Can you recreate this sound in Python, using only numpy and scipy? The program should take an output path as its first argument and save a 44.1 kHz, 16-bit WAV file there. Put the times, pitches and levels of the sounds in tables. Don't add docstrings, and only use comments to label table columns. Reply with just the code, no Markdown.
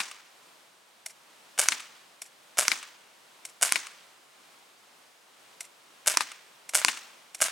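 import sys
import numpy as np
from scipy import signal
from scipy.fft import rfft, irfft, next_fast_len
from scipy.io import wavfile
from scipy.ndimage import uniform_filter1d, minimum_filter1d, map_coordinates

SR = 44100
rng = np.random.default_rng(int(sys.argv[2]) if len(sys.argv) > 2 else 0)


def transcribe(u):
    v = np.clip(np.atleast_2d(u).T, -1, 1)
    q = np.round(v * 32767).astype(np.int16)
    wavfile.write(sys.argv[1], SR, q)


N = 331191

# report time in seconds, slap gain in dB, hollow panel boost in dB,
# stiff face boost in dB, paper snap in Hz, top boost in dB, gain to the wall in dB, its face boost in dB.
SHOTS = [(-.1237, 2.5, -4, -5, 4960, 6.5, 2.5, -13), (1.5942, 4, 3, 6.5, 6170, 9.5, 2, 9),
         (2.5885, 4.5, 1.5, 6, 6270, 3, 5, 5), (3.6285, 3.5, 5.5, 1, 10900, 11.5, 4, 2.5),
         (6.0773, 2, 8, 6, 5540, 12, 3.5, -6), (6.7524, 6, 5, 6, 4400, 7, 7.5, -5),
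         (7.42, 5, 4, 0, 6000, 4, 4, -6)]
# lag from the report in seconds, steel in dB, gas in dB, t60 in seconds.
FIRING_CYCLE = [(-.0165, -21, -16, .07), (-.0058, -6.5, -24, .004), (-.0032, -12, -9, .018),
                (0, 0, -6, .001), (.0638, -28, -17, .007)]
# frequency in Hz, relative energy in dB, t60 in seconds.
GUN_MODES = [(600, -18, .09), (1260, -22, .08), (1580, -16, .08), (2235, -19, .06), (5235, -22, .08),
             (6790, -17, .07), (7635, -17, .07), (8218, -11, .07), (8790, -12, .07), (9470, -17, .06),
             (10285, -18, .06)]
# frequency in Hz, relative level in dB.
STEEL_SPECTRUM = [(100, -27), (1500, -19), (4000, -13), (5200, -3.5), (7000, -1), (8300, -0.5),
                  (10300, -1.5), (12000, -9), (13500, -24), (16000, -27)]
GAS_SPECTRUM = [(30, -23), (150, -20.5), (320, -13.5), (620, 2.5), (850, -3), (1500, 3.5), (1900, -1.5),
                (2300, 0.5), (3200, -1.5), (4200, -10.5), (8000, -9), (15000, -28)]
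NEAR_SPECTRUM = [(100, -32.5), (500, -8), (1200, -13.5), (3000, 1), (4500, 3), (8500, 10), (10500, 6),
                 (12500, -0.5), (16000, -28)]
FAR_SPECTRUM = [(60, -65), (200, -16), (450, -16), (1000, 3.5), (2300, 5.5), (3800, 1), (6000, -1.5),
                (9000, -11.5), (12000, -26), (16000, -12)]

def firing(gain_db=6):
    direct, tails = np.zeros(N), np.zeros((2, N))
    for s, *_ in SHOTS:
        for lag_s, steel_db, gas_db, t60 in FIRING_CYCLE + hammer_bounces():
            steel = amp(steel_db) * colour(burst(t60), STEEL_SPECTRUM)
            gas = amp(gas_db) * colour(burst(t60), GAS_SPECTRUM)
            add(direct, s + lag_s, amp(gain_db) * (steel + gas))
        add(direct, s, amp(gain_db - 1) * ring(GUN_MODES))
        add(tails, s - .004, amp(gain_db - 3.5) * scatter(NEAR_SPECTRUM, .00038, t60=.26, side_db=-9))
        add(tails, s, amp(gain_db - 8) * scatter(FAR_SPECTRUM, .072, t60=.41, side_db=-6.5))
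    return direct, tails

def hammer_bounces(first_s=.0062, gap_s=.0154, shrink=.615, loss_db=5, steel_db=-6.5, gas_db=-10):
    rows = []
    for k in range(4):
        lag_s = first_s + gap_s * (1 - shrink ** k) / (1 - shrink)
        rows.append((lag_s, steel_db - loss_db * k, gas_db - loss_db * k, .0021))
    return rows

# time of a pull in seconds, gain in dB.
TRIGGER_PULLS = [(1.061, -20), (2.2183, -22), (3.4517, -22.5), (5.6067, -21), (6.6921, -22.5),
                 (7.3469, -22.5)]
TRIGGER_RESETS_S = [.1127, 1.8023, 2.8275, 3.8678, 6.3164, 6.9719]
# frequency in Hz, relative energy in dB, t60 in seconds.
TRIGGER_MODES = [(2110, -12, 0.025), (2430, -14, 0.016), (5520, -11, 0.025), (7380, -7, 0.04)]
# frequency in Hz, relative level in dB.
PULL_SPECTRUM = [(100, -37), (450, -43), (650, 0), (900, -8), (1800, -2), (2200, 3), (2900, -2.5),
                 (5150, -3), (5700, 8), (6200, -1), (7300, 2.5), (10500, 1.5), (12500, -9), (16000, -27)]
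SPRING_SPECTRUM = [(100, -39), (600, -14), (950, -13), (1200, 5), (1600, -8.5), (2600, 1), (4000, -10),
                   (5500, -7.5), (9000, -6.5), (12000, -19), (16000, -41)]

def trigger():
    direct, tails = np.zeros(N), np.zeros((2, N))
    for s, db in TRIGGER_PULLS:
        add(direct, s - .004, amp(db - 4.5) * colour(burst(.034, rise_s=.0036), PULL_SPECTRUM))
        add(direct, s - .0007, amp(db + 10.5) * colour(burst(.028, rise_s=.0025), PULL_SPECTRUM))
        add(direct, s + .0006, amp(db + 9.5) * ring(TRIGGER_MODES))
        add(tails, s, amp(db + 2) * scatter(NEAR_SPECTRUM, .00095, t60=.17))
    for s in TRIGGER_RESETS_S:
        add(direct, s, amp(-15) * colour(burst(.029, rise_s=.0007), SPRING_SPECTRUM))
    return direct, tails

# delay in seconds, bass in dB, treble in dB, smear t60 in seconds.
GUN_ECHOES = [(.0014, -19.5, -5, 0.0019), (.034, -12.5, -33, 0.058), (.0418, -21, -14.5, 0.058)]

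def gun():
    shots, shot_tails = firing()
    clicks, click_tails = trigger()
    direct, echoes = shots + clicks, np.zeros(N)
    for delay_s, bass_db, treble_db, t60 in GUN_ECHOES:
        reflection = shelves(burst(t60), bass_db, treble_db, split_hz=3400)
        add(echoes, delay_s, signal.fftconvolve(direct, reflection))
    tails = shot_tails + click_tails
    return spread(direct, direct, side_db=-51) + spread(echoes, echoes, side_db=-31) + tails

# frequency in Hz, relative energy in dB, t60 in seconds.
PANEL_MODES = [(830, -60, 0.031), (1028, -14.5, 0.02), (1210, -35, 0.075), (1565, -10, 0.0032),
               (2070, -33, 0.0083)]
# frequency in Hz, relative level in dB.
BOX_SPECTRUM = [(30, -29), (130, -19), (260, -6.5), (520, -16.5), (750, -8.5), (1020, -1.5), (1450, 6),
                (1780, -5.5), (2350, 4), (3500, -4), (4800, 4.5), (7000, 0), (10500, -7.5), (13000, -14),
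                (15500, -23)]
LEAF_SPECTRUM = [(100, -29.5), (300, 2), (550, -10), (1200, -4), (3500, -2), (6000, 8), (9000, 4),
                 (12000, -13), (16000, -30)]

def box(flight_s=.0912, slowing_s=.00087):
    out = np.zeros((2, N))
    for fired, (shot_s, db, panel_db, face_db, snap_hz, top_db, wall_db, wall_face_db) in enumerate(SHOTS):
        s = shot_s + flight_s + slowing_s * fired
        punch = colour(burst(.0089) + amp(-58) * burst(.15), BOX_SPECTRUM) + ring(PANEL_MODES)
        punch = bell(punch, hz=940, width_hz=510, db=panel_db)
        slap = bell(punch, hz=2200, width_hz=510, db=face_db)
        slap = bell(slap, hz=snap_hz, width_hz=680, db=9.5)
        slap = amp(db - 1.5) * bell(slap, hz=9500, width_hz=2040, db=top_db)
        add(out, s, spread(slap, slap, side_db=-47))
        add(out, s, amp(db - 7) * scatter(LEAF_SPECTRUM, .0029, t60=.38, side_db=-8.5))
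        add(out, s, amp(db - 16) * scatter(FAR_SPECTRUM, .015, t60=1, side_db=-8))
        sideways = bell(punch, hz=2210, width_hz=540, db=wall_face_db)
        add_wall_echoes(out, s, sideways, wall_db, slap_db=db)
    return out

# delay in seconds, gain in dB, smear t60 in seconds.
WALL_ECHOES = [(0.0354, -8, 0.0022), (0.0392, -13.5, 0.0082)]
# frequency in Hz, relative level in dB.
WALL_SPECTRUM = [(100, -4.5), (550, -2), (1000, 2), (1500, -1), (2200, 8), (3000, 7.5), (4000, 3.5),
                 (6000, -7.5), (9000, 3), (14000, -7)]
BLUR_SPECTRUM = [(30, -36), (120, -30), (240, -8.5), (380, -30.5), (560, -11.5), (1000, -5), (1400, -6),
                 (2200, 0.5), (3000, -10), (4000, -3), (6000, -10.5), (9000, -10), (12000, -16.5),
                 (15500, -38)]

def add_wall_echoes(out, s, slap, wall_db, slap_db):
    for delay_s, echo_db, t60 in WALL_ECHOES:
        gain = amp(wall_db + echo_db)
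        echo = colour(signal.fftconvolve(slap, burst(t60)), WALL_SPECTRUM)
        add(out, s + delay_s, gain * spread(echo, echo, side_db=-6.5))
        blur = scatter(BLUR_SPECTRUM, .0064, t60=.063, side_db=-11.5) * amp([[1.5], [-1.5]])
        add(out, s + delay_s - .004, gain * blur)
        trees = scatter(FAR_SPECTRUM, .0024, t60=.67, side_db=-8.5)
        add(out, s + delay_s, amp(slap_db + echo_db - 4.5) * trees)

# frequency in Hz, relative level in dB.
AIR_SPECTRUM = [(25, -30), (70, -22.5), (150, -7.5), (300, -3.5), (600, 0.5), (1000, 1.5), (1800, -2),
                (3200, -2.5), (6000, -7.5), (7700, -8), (8700, -7.5), (10000, -11.5), (15500, -18.5)]

def air(gain_db=-58):
    t = np.arange(N) / SR
    mid, side = [colour(noise, AIR_SPECTRUM) for noise in rng.standard_normal((2, N))]
    waver_db = 1.15 * map_coordinates(rng.standard_normal(N // 1000), [t * 4])
    side = shelves(side, bass_db=.5, treble_db=-47.5, split_hz=5200)
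    return amp(gain_db + waver_db) * spread(mid, side, side_db=-3.5)

def burst(t60, rise_s=0):
    t = np.arange(1, SR // 4 + 1) / SR
    fade = amp(-60 * t / t60) * (1 - np.exp(-t / max(rise_s, 1 / SR)))
    phase = np.angle(rfft(fade * rng.standard_normal(len(t))))
    crack = irfft(np.exp(1j * phase), len(t)) * np.sqrt(fade)
    return crack / np.linalg.norm(crack)

def ring(modes):
    t = np.arange(SR // 4) / SR
    out = np.zeros(len(t))
    for hz, db, t60 in modes:
        mode = np.cos(2 * np.pi * hz * t) * amp(-60 * t / t60)
        out += amp(db + rng.normal(0, .56)) * mode / np.linalg.norm(mode)
    return out

def scatter(spectrum, rise_s, t60, side_db=-11):
    t = np.arange(SR) / SR
    clumps_db = 3.2 * map_coordinates(rng.standard_normal(SR // 40), [t * 250])
    envelope = (1 - np.exp(-t / rise_s)) * amp(clumps_db - 60 * t / t60)
    envelope /= np.linalg.norm(envelope)
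    mid, side = [colour(noise * envelope, spectrum) for noise in rng.standard_normal((2, SR))]
    return spread(mid, side, side_db)

def colour(x, spectrum, size=8192):
    hz, db = np.transpose(spectrum)
    gain = amp(np.interp(np.log(np.fft.rfftfreq(size, 1 / SR) + 1), np.log(hz), db))
    cepstrum = irfft(np.log(gain))
    cepstrum[1:size // 2] *= 2
    cepstrum[size // 2 + 1:] = 0
    pulse = irfft(np.exp(rfft(cepstrum)))[:size // 2]
    return signal.convolve(x, pulse / np.linalg.norm(pulse))[:len(x)]

def bell(x, hz, width_hz, db):
    band = signal.lfilter(*signal.iirpeak(hz, hz / width_hz, fs=SR), x)
    return x + (amp(db) - 1) * band

def shelves(x, bass_db, treble_db, split_hz):
    bass = signal.lfilter(*signal.butter(1, split_hz, fs=SR), x)
    return amp(bass_db) * bass + amp(treble_db) * (x - bass)

def spread(mid, side, side_db):
    return np.array([mid + amp(side_db) * side, mid - amp(side_db) * side])

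def amp(db):
    return 10 ** (np.asarray(db) / 20)

def add(track, s, sound):
    start = round(s * SR)
    first, last = np.clip([start, start + sound.shape[-1]], 0, N)
    track[..., first:last] += sound[..., first - start:last - start]

def scene():
    return gun() + box() + air()

def record(dry):
    needed_gain = 1 / np.maximum(np.abs(dry).max(axis=0), 1)
    gain = uniform_filter1d(minimum_filter1d(needed_gain, size=65), size=65)
    size = next_fast_len(N + SR // 4)
    passband = np.fft.rfftfreq(size, 1 / SR) < 16300
    return irfft(rfft(dry * gain, size) * passband, size)[:, :N]

dry = scene()
out = record(dry)
transcribe(out)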